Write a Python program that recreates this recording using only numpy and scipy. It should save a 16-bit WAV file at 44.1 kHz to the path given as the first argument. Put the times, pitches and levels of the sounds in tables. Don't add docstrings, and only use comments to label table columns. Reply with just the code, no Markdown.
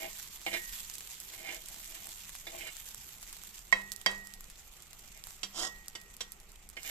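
import sys
import numpy as np
from scipy import signal
from scipy.io import wavfile
from scipy.ndimage import uniform_filter1d

SR = 44100
rng = np.random.default_rng(int(sys.argv[2]) if len(sys.argv) > 2 else 0)


def rack_gain(trim_db):
    fader = np.asarray(trim_db, float)
    return 10 ** (fader / 20)


def materialize(psi):
    bounded = np.clip(np.atleast_2d(psi).T, -1, 1)
    quanta = np.round(bounded * 32767).astype(np.int16)
    wavfile.write(sys.argv[1], SR, quanta)


N = 304279
SIDES = np.array([[.5], [-.5]])
STEADY_TOP_HZ = 14350

# (time [s], hiss level [dB])
FRY_VIGOUR = [(0.0, -50), (0.42, -55), (0.5, -51), (0.77, -49), (0.96, -54.5), (2.04, -53), (2.25, -56.5),
              (2.86, -54), (3.57, -58.5), (4.42, -62.5), (4.75, -59), (4.96, -62.5), (5.2, -60.5),
              (6.07, -64.5), (6.47, -65), (6.78, -66), (6.83, -54.5), (6.9, -47)]
# (frequency [Hz], density [dB per Hz])
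HISS_SPECTRUM = [(530, -36), (900, -5.5), (1300, -15), (1680, -5.5), (2000, -4.5), (2960, -4), (3450, 0),
                 (4550, -5), (7570, 1.5), (9540, -13), (12700, -3.5), (14300, -8)]


def fry():
    hiss_db, = in_time(FRY_VIGOUR)
    mean_hiss_db = -63
    top_db = 1.45 + 0.23 * (hiss_db - mean_hiss_db)
    clicks = grains(300 * rack_gain(4.5 * drift(6)), spread_db=0.5)
    burst = signal.lfilter([1], [1, -.93], np.abs(clicks))
    white = rng.standard_normal((2, 2, N)) * (1.0 + 0.5 * rms_one(burst)) * rack_gain(1.9 * drift(45))
    return rack_gain(hiss_db - 2) * coloured(white, HISS_SPECTRUM, 912, count=13, patchy_db=1.5, top_db=top_db)


# (time [s], peak level [dB], left-right [dB])
STEAM_POPS = [(0.415, -32, -4.5), (1.0064, -27, 2), (1.5452, -27.5, -3), (1.7427, -29, 0), (1.801, -43, 23),
              (1.9164, -43, 8), (2.0692, -27, -4.5), (2.2928, -30, 2), (2.351, -27, 0), (2.7666, -25.5, 3),
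              (2.8605, -34, 4), (2.8875, -27, -2), (2.9452, -25.5, -7), (3.0899, -33, 0), (3.1392, -32, 6),
              (3.2274, -30, -1.5), (3.327, -25.5, -2), (3.3664, -32.5, -4.0), (3.4353, -29, -2),
              (3.5905, -32.5, -6), (3.8172, -33, -11), (4.0133, -34, -9), (4.114, -28, -11),
              (4.2707, -32, -9), (4.4067, -28, 3), (4.4996, -29.5, 2), (4.9305, -30.5, 4),
              (5.238, -29, -3.5), (5.2695, -30, -8), (5.306, -31, -1.5)]
# (time [s], peak level [dB], left-right [dB])
FAT_SPITS = [(0.2272, -31.5, -7), (0.8033, -29, -7.0), (0.8978, -24.5, -9), (0.9376, -28, -7.5),
             (0.9532, -27.5, -6.5), (0.9818, -26.5, -8), (1.2007, -22.5, -5.5), (1.2306, -33, -12),
             (1.378, -29, -5.0), (1.6586, -26.5, -4), (1.6846, -28.5, -6), (2.09, -29.5, -6),
             (2.6724, -33, -3), (3.918, -23, -9), (3.9614, -39, -33), (4.337, -24.5, -7.5),
             (4.4416, -35, -4.0), (4.8217, -31, -4), (4.9915, -31, 0), (5.1741, -36, -4.5),
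             (5.8817, -26.5, -3.0), (6.0003, -38, -7), (6.014, -34, -2.5), (6.1659, -33, -3.5),
             (6.3189, -29, -5), (6.4, -36.5, -9), (6.5176, -37.5, -2), (6.6892, -31.5, -6.5),
             (6.831, -36, -15), (6.8761, -29, -11)]


def bursts():
    faint_count, snap_trim_db = 30, 4.5
    chance = rng.standard_normal((faint_count, 2))
    moments = rng.random(faint_count) * N / SR
    faint = [(s, -41 + 4.0 * a, -12, -7 + 4 * b) for s, (a, b) in zip(moments, chance)]
    steam = [(s, db + snap_trim_db, -12, pan) for s, db, pan in STEAM_POPS]
    fat = [(s, db + snap_trim_db, -21, pan) for s, db, pan in FAT_SPITS]
    slaps = [(s, db - 16, 10, -4) for s, db, *_ in LIGHT_TAPS + FLAT_CLANKS]
    return faint + steam + fat + slaps


def pops():
    bright, body = np.zeros((2, 2, N + 999))
    t, rows = np.arange(900) / SR, bursts()
    noise, lasting = rng.standard_normal((len(rows), 3, 900)), rng.random((len(rows), 2))
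    for (s, peak_db, body_db, pan_db), (both, *own), (long, full) in zip(rows, noise, lasting):
        shape = np.exp(-t / (0.0001 + 0.0003 * long)) + 0.07 * np.exp(-t / 0.016)
        spit = shape * (0.24 * both + .5 * np.array(own))
        steepest = np.abs(np.diff(spit.mean(0))).max()
        spit = rack_gain(peak_db + SIDES * pan_db) * spit / steepest
        at = round((s + 0.001006) * SR)
        bright[:, at:at + 900] += spit
        body[:, at:at + 900] += spit * rack_gain(body_db + 9 + 3.0 * (2 * full - 1))
    return (band(bright, 3670, 16400) + band(body, 860, 6200))[:, :N]


# (time [s], peak [dB], low modes [dB], high modes [dB], crack [dB])
FLAT_CLANKS = [
    (3.725, -19.5, 3.5, -4.5, -24),
    (4.061, -16, 1.5, 1.4, 12),
]
# (frequency [Hz], level [dB], t60 [s])
STRUCK_MODES = [(298, -46, 0.9), (377, -19.5, 0.34), (406.4, -37, 0.84), (464, -50, 0.05),
                (512.5, -19, 0.24), (680, -7.5, 0.036), (783, -19, 0.079), (1060, -2, 0.028),
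                (1353, -16.5, 0.13), (1830, -63, 0.077), (1918, 4, 0.049), (2144, 2.5, 0.055),
                (2565, -18, 0.27), (2600, -42, 0.12), (3189, -6, 0.08), (3903, -12.5, 0.17),
                (3900, -44, 0.16), (4673, -4.5, 0.037), (5600, -12.5, 0.06), (6940, -42, 0.054)]


def clanks():
    hit = blows(FLAT_CLANKS, STRUCK_MODES, trim_db=-10, chatter_s=0.0048, rasp_hz=(400, 5000), hardness=1.29)
    hit += clatter(FLAT_CLANKS, level_db=-20, t60=0.29, low_hz=450, high_hz=5500)
    return hit + clatter(FLAT_CLANKS, level_db=-15.5, t60=0.37, low_hz=294, high_hz=1280)


# (time [s], peak [dB], low modes [dB], high modes [dB], crack [dB])
LIGHT_TAPS = [
    (5.431, -27, -6, 1.7, 3.6),
    (5.951, -34, -5, 2.2, 1.9),
    (6.206, -30, -2.5, 3.9, 3.6),
]
# (frequency [Hz], level [dB], t60 [s])
FREE_MODES = [(355, -21, .12), (497, -18, .07), (716, -14, .06), (1100, -16, .06), (1335, -21, .07),
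              (2170, -14, .05), (2740, -10, .05), (2980, -11, .05), (3210, -9, .09), (3520, -14, .05),
              (3950, -16, .09), (4700, -13, .05), (5658, -10, .07), (6680, -16, .05), (6950, -18, .05),
              (7360, -20, .05), (7740, -17, .06), (8870, -24, .05)]


def taps():
    hit = blows(LIGHT_TAPS, FREE_MODES, trim_db=-5.5, chatter_s=0.0065, rasp_hz=(1500, 9000), hardness=0.99)
    return hit + clatter(LIGHT_TAPS, level_db=-10, t60=0.13, low_hz=490, high_hz=7600)


# (middle [s], length [s], level [dB], low modes [dB], rasp [dB])
CRUST_SWEEPS = [
    (5.585, 0.081, -44.5, 6.5, 3.7),
    (5.637, 0.093, -41, 7.5, 6.9),
]


def sweep():
    return drag(CRUST_SWEEPS, FREE_MODES, trim_db=-18.5, high_db=4.5, per_s=4500, rasp_hz=(600, 7500),
                damping=2.4, stutter_db=1.5, grit_db=22.0)


# (time [s], peak [dB], low modes [dB], high modes [dB], crack [dB])
PRESSED_KNOCKS = [
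    (.4635, -23, 0.5, -10, 19),
    (2.468, -35.5, -0.5, 23, -5),
    (6.767, -30.5, -13.5, -2, 1.5),
]
# (frequency [Hz], level [dB], t60 [s])
PRESSED_MODES = [(355, -15, .12), (500, -13, .05), (660, -2.5, .04), (790, -6, .05), (1000, -15, .025),
                 (1770, -14, .04), (1950, -7, .03), (2170, 0, .045), (2350, -2, .04), (2810, -8, .04),
                 (3000, -8, .04), (3560, -19, .025), (3970, -22, .025), (4810, -25, .02)]


def knocks():
    return blows(PRESSED_KNOCKS, PRESSED_MODES, trim_db=-13, chatter_s=0.017, rasp_hz=(1700, 3500),
                 hardness=1.0)


# (middle [s], length [s], level [dB], low modes [dB], rasp [dB])
EDGE_SCRAPES = [(.045, 0.091, -44.5, 5, 12), (.548, 0.061, -31, -6, -7), (1.33, 0.14, -60, 1.5, -10),
                (1.49, 0.17, -45.5, -4, 6), (1.75, 0.29, -72, 16.5, -3), (1.95, 0.15, -56.5, -2, -11),
                (2.06, .12, -67, 11, -12), (2.55, 0.085, -62, 16.5, 22), (2.625, 0.087, -49, -1, 19.5),
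                (2.68, 0.042, -39, -13.5, -17), (5.17, 0.076, -60, -2, 2), (6.88, 0.088, -43.5, -7, -8)]


def scrapes():
    return drag(EDGE_SCRAPES, PRESSED_MODES, trim_db=-25, high_db=12.0, per_s=2200, rasp_hz=(1900, 3400),
                damping=0.7, stutter_db=3.5, grit_db=23.0)


def blows(table, modes, trim_db, chatter_s, rasp_hz, hardness):
    force, t = np.zeros(N + 2000), np.arange(2000) / SR
    chatter = rng.standard_normal((len(table), 2000)) * 0.13 * np.exp(-t / chatter_s)
    for (s, peak_db, *_), rattle in zip(table, chatter):
        at = round((s + 0.001028) * SR)
        force[at:at + 2000] += rack_gain(peak_db + trim_db) * (rattle + hardness * (t == 0))
    _, low_db, high_db, crack_db = in_time(table)
    return steel(modes, force[:N], low_db, high_db, crack_db - 9, rasp_hz)


def drag(strokes, modes, trim_db, high_db, per_s, rasp_hz, damping, stutter_db, grit_db):
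    s, pressure = np.arange(N) / SR, 0
    for middle, length, db, *_ in strokes:
        off = np.clip(2 * (s - middle) / length, -5, 5)
        squareness = np.where(off > 0, 2.6, 2.0)
        pressure = pressure + rack_gain(db - 12 * np.abs(off) ** squareness)
    *_, low_db, rasp_db = in_time(strokes)
    force = grains(per_s * rack_gain(stutter_db * drift(50)), spread_db=4.0) * pressure * rack_gain(trim_db)
    held = [(hz, db, t60 / damping) for hz, db, t60 in modes]
    grit = uniform_filter1d(np.abs(force), size=40) * rng.standard_normal((2, N))
    grit = grit * rack_gain(grit_db + SIDES * -5.0)
    return steel(held, force, low_db, high_db, rasp_db + 6, rasp_hz) + band(grit, 2700, 14000)


def steel(modes, force, low_db, high_db, rasp_db, rasp_hz):
    low, high = force * rack_gain(low_db), force * rack_gain(high_db)
    out = 0
    for hz, db, t60 in modes:
        drive = low if hz < 1500 else high if hz > 3400 else force
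        out = out + mode(rack_gain(db) * drive, hz, t60)
    smear = rng.standard_normal((2, 400)) * np.exp(-np.arange(400) / 34.0)
    rasp = signal.oaconvolve((force * rack_gain(rasp_db))[None], smear, axes=1)[:, :N]
    return out + rack_gain(SIDES * -9.0) * band(rasp, *rasp_hz)


def clatter(table, level_db, t60, low_hz, high_hz):
    out, t = np.zeros((2, N + 9000)), np.arange(9000) / SR
    noise = rng.standard_normal((len(table), 3, 9000))
    for (s, peak_db, *_), (both, *own) in zip(table, noise):
        at = round((s + .0012) * SR)
        decay = rack_gain(peak_db + level_db - 60 * t / t60)
        out[:, at:at + 9000] += decay * (both + 0.31 * np.array(own))
    return rack_gain(SIDES * -6.0) * band(out, low_hz, high_hz)[:, :N]


# (frequency [Hz], left-right [dB])
PORT_PAN = [(200, 1), (380, 1), (700, 4), (1290, -4), (1900, -13), (2600, -11), (4400, -8), (8000, -6)]
# (frequency [Hz], left lead [rad])
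PORT_LEAD = [(200, 0.21), (700, 1.95), (1300, 1.26), (2000, 2.49), (3000, 1.07), (5000, 1.3), (8000, 2.6)]


def mode(drive, hz, t60):
    r, w = rack_gain(-60 / (t60 * SR)), 2 * np.pi * hz / SR
    poles = [1, -2 * r * np.cos(w), r * r]
    lead = SIDES[:, 0] * at_hz(PORT_LEAD, hz)
    ears = [signal.lfilter([np.sin(p), r * np.sin(w - p)], poles, drive + 1e-18) for p in lead]
    return rack_gain(SIDES * at_hz(PORT_PAN, hz)) * ears


# (time [s], blade ring level [dB], pan hum level [dB])
LONG_RINGS = [
    (0.028, -56, -63),
    (0.465, -48, -57),
    (0.564, -43.5, -60),
    (2.47, -80, -64),
    (3.725, -36.5, -49.5),
    (4.065, -34.5, -48.5),
    (5.436, -64, -56),
    (5.633, -41.5, -60),
    (5.953, -53, -71),
    (6.209, -57.5, -63.5),
]


def rings():
    blade, pan = np.zeros((2, N))
    s, blade_db, pan_db = np.transpose(LONG_RINGS)
    at = (s * SR).astype(int)
    blade[at], pan[at] = rack_gain(blade_db), rack_gain(pan_db)
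    blade_ring = band(mode(blade, hz=1906.5, t60=0.66), 1500, 2400)
    return blade_ring + band(mode(pan, hz=196.5, t60=0.9), 140, 280)


def spatula():
    contacts = band(clanks() + taps() + knocks() + scrapes() + sweep(), 230, 14000)
    return contacts + rack_gain(-18) * walls(band(contacts, 410, 1500), t60=0.39) + rings()


def walls(x, t60):
    t = np.arange(SR // 2) / SR
    tail = rng.standard_normal((2, len(t))) * rack_gain(-60 * t / t60) * (t > .004)
    tail = band(tail, 227, 6600)
    tail = tail / np.sqrt(np.sum(tail ** 2) / 2)
    return signal.fftconvolve(x.mean(0, keepdims=True), tail, axes=1)[:, :N]


# (frequency [Hz], density [dB per Hz])
ROOM_SPECTRUM = [(35, -29), (60, 5.5), (97, -3.5), (206, -3.5), (273, -15.5), (345, -6.5), (586, -14.5),
                 (788, -8), (893, -18), (1320, -7.5), (1690, -28.5), (1890, -12), (2500, -10.5),
                 (3250, -47), (5500, -120)]


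def room():
    white = rng.standard_normal((2, 2, N))
    return rack_gain(-67) * coloured(white, ROOM_SPECTRUM, 55.6, count=17, patchy_db=2.2)


def rumble():
    shake = band(rng.standard_normal(N) + .2 * rng.standard_normal((2, N)), 11, 40)
    low_pass = signal.butter(4, 46, fs=SR, output="sos")
    return rack_gain(-59 + 1.5 * drift(1.2)) * rms_one(signal.sosfilt(low_pass, shake))


# (frequency [Hz], left-right [dB])
AIR_LEAN = [(60, -9), (110, 6.5), (200, -2.5), (380, -2), (700, 4), (1290, 0.5), (2380, -4.5), (4400, -4),
            (8120, -3.5), (15000, -7.5)]
# (frequency [Hz], correlation [-])
PORT_LIKENESS = [(60, 0.55), (130, 1), (290, 0.48), (640, 0.71), (1410, 0.36), (3100, 0.1), (6810, -0.01),
                 (15000, -1.17)]


def coloured(white, spectrum, low_hz, count, patchy_db, top_db=0):
    out, edges = 0, low_hz * 2 ** (np.arange(count + 1) / 3)
    for k, (low, high) in enumerate(zip(edges, edges[1:])):
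        mid, side = band(white[k % 2], low, high)
        hz = np.sqrt(low * high)
        alike = np.clip(at_hz(PORT_LIKENESS, hz), 0, 1)
        level_db = at_hz(spectrum, hz) + patchy_db * drift(14) + top_db * (hz > 9000)
        gain = rack_gain(level_db + SIDES * at_hz(AIR_LEAN, hz))
        out = out + gain * (np.sqrt(1 + alike) * mid + np.sqrt(1 - alike) * side * 2 * SIDES)
    return out / np.median(np.abs(out.mean(0)))


def grains(per_s, spread_db):
    sizes = rack_gain(spread_db * np.minimum(rng.exponential(1, N), 4)) * rng.choice([-1, 1], N)
    return rms_one(sizes * (rng.random(N) < per_s / SR))


def drift(rate):
    r = np.exp(-80 * np.pi * rate / SR)
    slow = signal.lfilter([1], [1, -2 * r, r * r], rng.standard_normal(N // 40 + 2002))[2000:]
    return np.interp(np.arange(N) / 40, np.arange(len(slow)), rms_one(slow))


def rms_one(x):
    return x / np.sqrt(np.mean(x ** 2) + 1e-20)


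def in_time(rows):
    s, *columns = np.transpose(rows)
    return [np.interp(np.arange(N) / SR, s, c) for c in columns]


def at_hz(points, hz):
    table_hz, values = np.transpose(points)
    return np.interp(np.log(hz), np.log(table_hz), values)


def band(x, low_hz, high_hz):
    sos = signal.butter(2, [low_hz, min(high_hz, .45 * SR)], "band", fs=SR, output="sos")
    return signal.sosfilt(sos, x)


def top_cut(x):
    return signal.sosfilt(signal.cheby2(16, 60, STEADY_TOP_HZ + 330, fs=SR, output="sos"), x)


def scene():
    blade = spatula()
    steady = fry() + blade + rack_gain(-15) * walls(blade, t60=0.24) + room() + rumble()
    snaps = pops()
    high_pass = signal.cheby2(10, 50, STEADY_TOP_HZ - 500, "high", fs=SR, output="sos")
    over = signal.sosfilt(high_pass, snaps)
    return top_cut(steady) + top_cut(snaps) + rack_gain(-13) * over


def band_limit(x):
    return signal.sosfilt(signal.butter(12, 15590, fs=SR, output="sos"), x)


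def record(dry):
    hz, width_hz, lift_db = 7530, 490, 6.63
    r = np.exp(-np.pi * width_hz / SR)
    zeros = np.array([1, 0, -1]) * (1 - r * r) / 2
    poles = [1, -2 * r * np.cos(2 * np.pi * hz / SR), r * r]
    peak = signal.lfilter(zeros, poles, dry)
    mix = dry + (rack_gain(lift_db) - 1) * peak
    return band_limit(mix)


dry = scene()
out = record(dry)
materialize(out)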